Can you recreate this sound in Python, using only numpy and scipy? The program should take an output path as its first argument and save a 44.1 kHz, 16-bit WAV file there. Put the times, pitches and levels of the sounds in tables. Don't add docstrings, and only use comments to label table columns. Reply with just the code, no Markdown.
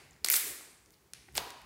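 import sys
import numpy as np
from scipy import signal
from scipy.fft import rfft, irfft, next_fast_len
from scipy.io import wavfile
from scipy.ndimage import map_coordinates

SR = 44100
rng = np.random.default_rng(int(sys.argv[2]) if len(sys.argv) > 2 else 0)


def field_ratio(decibels):
    return 10 ** (np.asarray(decibels, dtype=float) / 20)


def dump(signal):
    limited = np.clip(np.atleast_2d(signal).T, -1, 1)
    pcm = np.round(limited * 32767).astype(np.int16)
    wavfile.write(sys.argv[1], SR, pcm)


N = 72765


def burst(t, hz, cycles):
    u = t * hz / np.clip(cycles, .1, 4)
    swell = u * np.exp(1 - u)
    return swell * np.sin(2 * np.pi * hz * t)


def pops(rows):
    lead = SR // 2
    snap_db, faint_db = -40, -33
    cupped_from_s = 1.27
    out = np.zeros(lead + N + 3 * SR)
    for s, db, hz, cycles in rows:
        start = int(s * SR // 1)
        length = int(12 * SR * max(cycles, .1) / hz) + 16
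        t = np.maximum(np.arange(length) / SR - (s - start / SR), 0)
        snap = field_ratio(snap_db) * burst(t, hz * 1.6, 0.9)
        bubble = field_ratio(db) * (burst(t, hz, cycles) + snap)
        wet = heard(bubble, s > cupped_from_s, db < faint_db)
        out[lead + start:][:len(wet)] += wet
    return out[lead:lead + N]


def large_bubbles():
    bubble_pops = [(-.25, -18, 2210, 0.45), (.1095, -47, 7100, 1.9), (.132, -52, 5370, 1.1),
                   (.163, -55, 1900, 0.96), (.2382, -60, 2180, 1), (.24, -50, 10000, 0.58),
                   (.2451, -16, 4770, 1.12), (.2472, -24, 5000, 0.87), (.2475, -4.5, 8500, 0.26),
                   (.2478, -41.5, 800, 0.72), (.2618, -15, 9400, 0.35), (.2843, -24, 12300, .5),
                   (.2858, -10.5, 7900, 0.6), (.286, -24, 2100, 1.07), (.2934, -27, 7500, 0.34),
                   (.3008, -16, 6400, 0.58), (.3009, -23, 2430, 0.82), (.3076, -23, 2190, 0.86),
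                   (.3145, -15.5, 13000, 2.1), (.3168, -32.5, 9500, 0.65), (.3225, -18, 8040, 0.31),
                   (.3256, -22, 11700, 1.4), (.3275, -16.5, 11800, 2.2), (.336, -21.5, 8360, 1.3),
                   (.3362, -24.5, 3870, 0.63), (.3396, -14.5, 8100, 1.9), (.3401, -18.5, 1960, 0.4),
                   (.3417, -14, 4100, 0.46), (.3448, -16, 12170, 0.59), (.3581, -32, 1880, 0.32),
                   (.348, -20, 8500, 0.55), (.3644, -21, 4160, 0.59), (.3706, -23, 11800, 0.75),
                   (.3886, -31, 7500, 0.52),
                   (.5, -43, 325, 0.81), (0.609, -43, 1000, 0.44), (0.8601, -45.5, 6000, 0.54),
                  (0.9064, -47.5, 6500, 0.45), (.861, -59, 2005, 0.56), (0.922, -49, 12570, 0.88),
                  (0.943, -51.5, 4480, 0.67), (1.1354, -25.5, 5360, 0.34), (1.1353, -28, 9600, 0.94),
                  (1.136, -38, 2310, 0.51), (1.285, -54, 783, 1.4), (1.284, -50, 1600, 0.46),
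                  (1.2878, -44.5, 1840, 0.77), (1.3247, -45, 10200, 0.46), (1.3365, -50, 8650, 0.97),
                  (1.345, -42, 12500, 1.1), (1.353, -26.5, 12200, 1.1), (1.354, -27, 14600, 1.3),
                  (1.353, -28.5, 4900, 0.38), (1.357, -33.5, 5050, 1.9), (1.3638, -27.5, 7850, 1.5),
                  (1.3675, -28, 2820, 0.35), (1.372, -28, 4460, 1.4), (1.3733, -21, 12300, 1.4),
                  (1.3772, -19, 7550, 0.71), (1.3782, -24, 13000, 0.76), (1.3789, -26, 11600, 0.82),
                  (1.3792, -22.5, 785, 0.306), (1.5049, -24, 6070, 0.14), (1.5062, -52, 2200, 0.5),
                  (1.617, -34, 14600, 0.16), (1.6167, -43.5, 2210, 0.35),
                   (-.3, -16, 6000, .2), (-.28, -26, 766, .4), (-.1, -19.5, 9000, 0.36),
                  (-.06, -33.5, 4620, 0.79), (1.3805, -24, 1050, 0.18), (1.387, -33, 640, 0.27),
                  (1.3912, -41, 1270, 0.4), (1.3966, -44, 600, 0.66), (.9148, -66, 11500, 1),
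                  (.9197, -62, 13300, 0.91), (.929, -52, 13500, 0.83), (0.9385, -53, 4700, 0.37),
                  (0.9058, -45.5, 13000, 0.48), (1.281, -56.5, 365, 3),
                   (.2514, -21, 9500, 1.1), (.2516, -24, 14500, .9), (.262, -22, 14000, .7),
                  (.2724, -19, 12500, .55), (.2874, -18, 8500, .5), (.2892, -22, 11500, .6),
                  (.3008, -3, 13000, .8), (.3025, -8.5, 12500, .9), (.3038, -18, 14000, .9),
                  (.3081, -13, 13500, .7), (.358, -13.5, 7500, .55), (.3641, -13, 8200, .8),
                  (1.3669, -21, 9000, .5), (1.3716, -26, 14000, 1.3), (1.3722, -20, 8500, .9),
                  (1.379, -10, 4200, .42), (1.3792, -26, 9000, .5), (1.3813, -27, 3300, .6),
                   (.2618, -34.5, 2200, 0.6), (.2668, -38, 2100, .8), (.2722, -38.5, 2200, .7),
                 (.2932, -35.5, 2400, 0.72), (.2518, -31.5, 4500, .7), (.108, -58, 14000, 1.21),
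                 (.1635, -55, 6500, .3), (0.1, -58, 2500, .9), (.8605, -53, 11000, .5),
                 (0.61, -60, 2000, 0.46), (1.3875, -34, 5500, .5)]
    return pops(bubble_pops)


def spray(rows, centre_hz, octaves):
    count, per_s = 4000, 12000
    size_spread_db, cycles = 3.2, .7
    s, db = np.transpose(rows)
    r = rng.random((count, 2))
    when = s[0] + np.arange(count) / per_s + r[:, 0] * .004
    size_db = np.interp(when, s, db, -120, -120) - size_spread_db * np.log(r[:, 1] + .02)
    size = field_ratio(size_db) / 4
    hz = np.clip(centre_hz * 2 ** (octaves * rng.standard_normal(count)), 500, 16000)[:, None]
    k = np.arange(192)
    grains = size[:, None] * burst(k / SR, hz, cycles) * (hz / centre_hz) ** .5
    at = (when * SR).astype(int)[:, None] + k
    dry = np.bincount(at.ravel(), grains.ravel(), 2 * N)[:N]
    return dry + signal.fftconvolve(dry, room())[:N]


def tiny_bubbles():
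    # t/s, level/dB
    tear_levels = [
        (.298, -74),
        (.306, -48),
        (.313, -16),
        (0.346, -18.5),
        (0.366, -15.5),
        (.39, -38.5),
        (.5, -34),
        (.6, -95),
    ]
    press_levels = [
        (1.34, -59),
        (1.352, -49),
        (1.356, -37.5),
        (1.368, -38),
        (1.382, -33),
        (1.395, -38.5),
        (1.46, -93),
    ]
    ooze_levels = [
        (1.378, -74),
        (1.386, -49),
        (1.42, -48.5),
        (1.45, -53.5),
        (1.54, -67.5),
        (1.64, -86),
    ]
    fizz_levels = [
        (.91, -82),
        (.922, -68),
        (.94, -58),
        (.95, -92),
    ]
    tear_and_press = spray(tear_levels, 12000, .5) + spray(press_levels, 3890, 1.21)
    return tear_and_press + spray(ooze_levels, 917, 0.32) + spray(fizz_levels, 7500, 0.9)


def table():
    scatter_db, t60_s, echoes_per_s = -13, 0.012, 9700
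    bounce_s, bounce_db = 0.0014, -15.5
    t = np.arange(256) / SR
    echoes = np.clip(rng.standard_normal(len(t)), -2, 2)
    echoes = echoes * (rng.random(len(t)) < echoes_per_s / SR) * (t > 3e-4)
    near = field_ratio(scatter_db - 60 * t / t60_s) * echoes
    near[0] = 1
    near[round(bounce_s * SR)] += field_ratio(bounce_db)
    return near


def room(length=SR):
    # f/Hz, T60/s
    ring_times = [(200, 0.29), (600, 0.9), (1500, 0.94), (4000, 0.78), (9000, 0.76), (15000, 0.39)]
    # f/Hz, level/dB
    tail_tone = [(100, -25.5), (700, -0.5), (3000, -0.25), (9000, -3.5), (15000, 1.5)]
    wall_s, wall_db, build_s, room_db = .0076, -23, 0.0013, -2
    hz, t, z = signal.stft(rng.standard_normal(length), SR, nperseg=256)
    decay = field_ratio(-60 * t / along(ring_times, hz)[:, None])
    tail = signal.istft(z * decay, SR, nperseg=256)[1]
    tail = tail / np.linalg.norm(tail) * field_ratio(room_db)
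    tail = tail * (1 - np.exp(-np.arange(len(tail)) / SR / build_s))
    tail[:40] += field_ratio(wall_db) * rng.standard_normal(40) * np.exp(-np.arange(40) / 15) / 3
    delayed = np.pad(tail, (round(wall_s * SR), 0))
    return filtered(delayed, lambda f: field_ratio(along(tail_tone, f)))


def heard(dry, cupped, faint):
    close = signal.fftconvolve(dry, table())
    room_db, dull_hz = (-6.5, 2970) if cupped else (0.5, 9000)
    tail = filtered(room(SR // 2 if faint else SR), lambda f: field_ratio(room_db) / np.sqrt(1 + (f / dull_hz) ** 2))
    wet = signal.fftconvolve(dry, tail)
    wet[:len(close)] += close
    return wet


def squelch():
    # t/s, level/dB
    squelch_levels = [
        (0.0, -63),
        (0.206, -70.5),
        (0.288, -54),
        (0.518, -54),
        (0.532, -55),
        (0.822, -72),
        (1.332, -70.5),
        (1.374, -44),
        (1.65, -70.5),
    ]
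    # f/Hz, level/dB
    squelch_tone = [(60, -100), (120, -36), (260, -13), (400, -7), (700, -19), (1500, -100)]
    return hush(squelch_tone) * field_ratio(level(squelch_levels) - 5 + 2 * wobble(30))


def air():
    # f/Hz, level/dB per Hz
    air_tone = [(88, -33), (150, -8.5), (431, -11.5), (601, -22.5), (730, -14.5), (3700, -24.5),
                (4950, -24), (16000, -26.5)]
    # t/s, level/dB
    handling_levels = [
        (0.0, -68.5),
        (0.44, -67),
        (0.51, -61.5),
        (0.574, -75),
        (1.216, -66),
        (1.258, -77),
        (1.396, -52.5),
        (1.502, -69.5),
        (1.65, -61),
    ]
    # f/Hz, level/dB
    rumble_tone = [(25, -48), (45, -1.5), (62, 4.5), (90, -2.5), (130, -2), (200, -12), (400, -31),
                   (900, -100)]
    rumble_db = level(handling_levels) + 2.5 * wobble(6.6)
    return field_ratio(-69) * hush(air_tone) + hush(rumble_tone) * field_ratio(rumble_db)


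def hush(tone):
    return unit(filtered(rng.standard_normal(N), lambda f: field_ratio(along(tone, f))))


def level(rows):
    return np.interp(np.arange(N) / SR, *np.transpose(rows))


def wobble(rate):
    return map_coordinates(rng.standard_normal(N // 100), [np.arange(N) * rate / SR])


def unit(x):
    return x / np.sqrt(np.mean(x ** 2) + 1e-20)


def along(points, hz):
    f, v = np.transpose(points)
    return np.interp(np.log(hz + 1), np.log(f + 1), v)


def filtered(x, response):
    m = next_fast_len(len(x) + 8192)
    return irfft(rfft(x, m) * response(np.fft.rfftfreq(m, 1 / SR)), m)[:len(x)]


def scene():
    thin_below_hz = 260
    bubbles = large_bubbles() + tiny_bubbles()
    slime = filtered(bubbles, lambda f: f ** 2 / (f ** 2 + thin_below_hz ** 2))
    return (slime + squelch() + air())[None]


def low_pass(x):
    return signal.sosfilt(signal.butter(12, 16970, fs=SR, output="sos"), x)


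def record(dry):
    bass_cut_hz, top_hz, edge_hz, above_db = 41.3, 15850, 70, -40

    def band(f):
        shelf = field_ratio(above_db * (1 + np.tanh((f - top_hz) / edge_hz)) / 2)
        return shelf * f ** 4 / (f ** 4 + bass_cut_hz ** 4)

    mix = filtered(dry[0], band)[None]
    return low_pass(mix)


dry = scene()
out = record(dry)
dump(out)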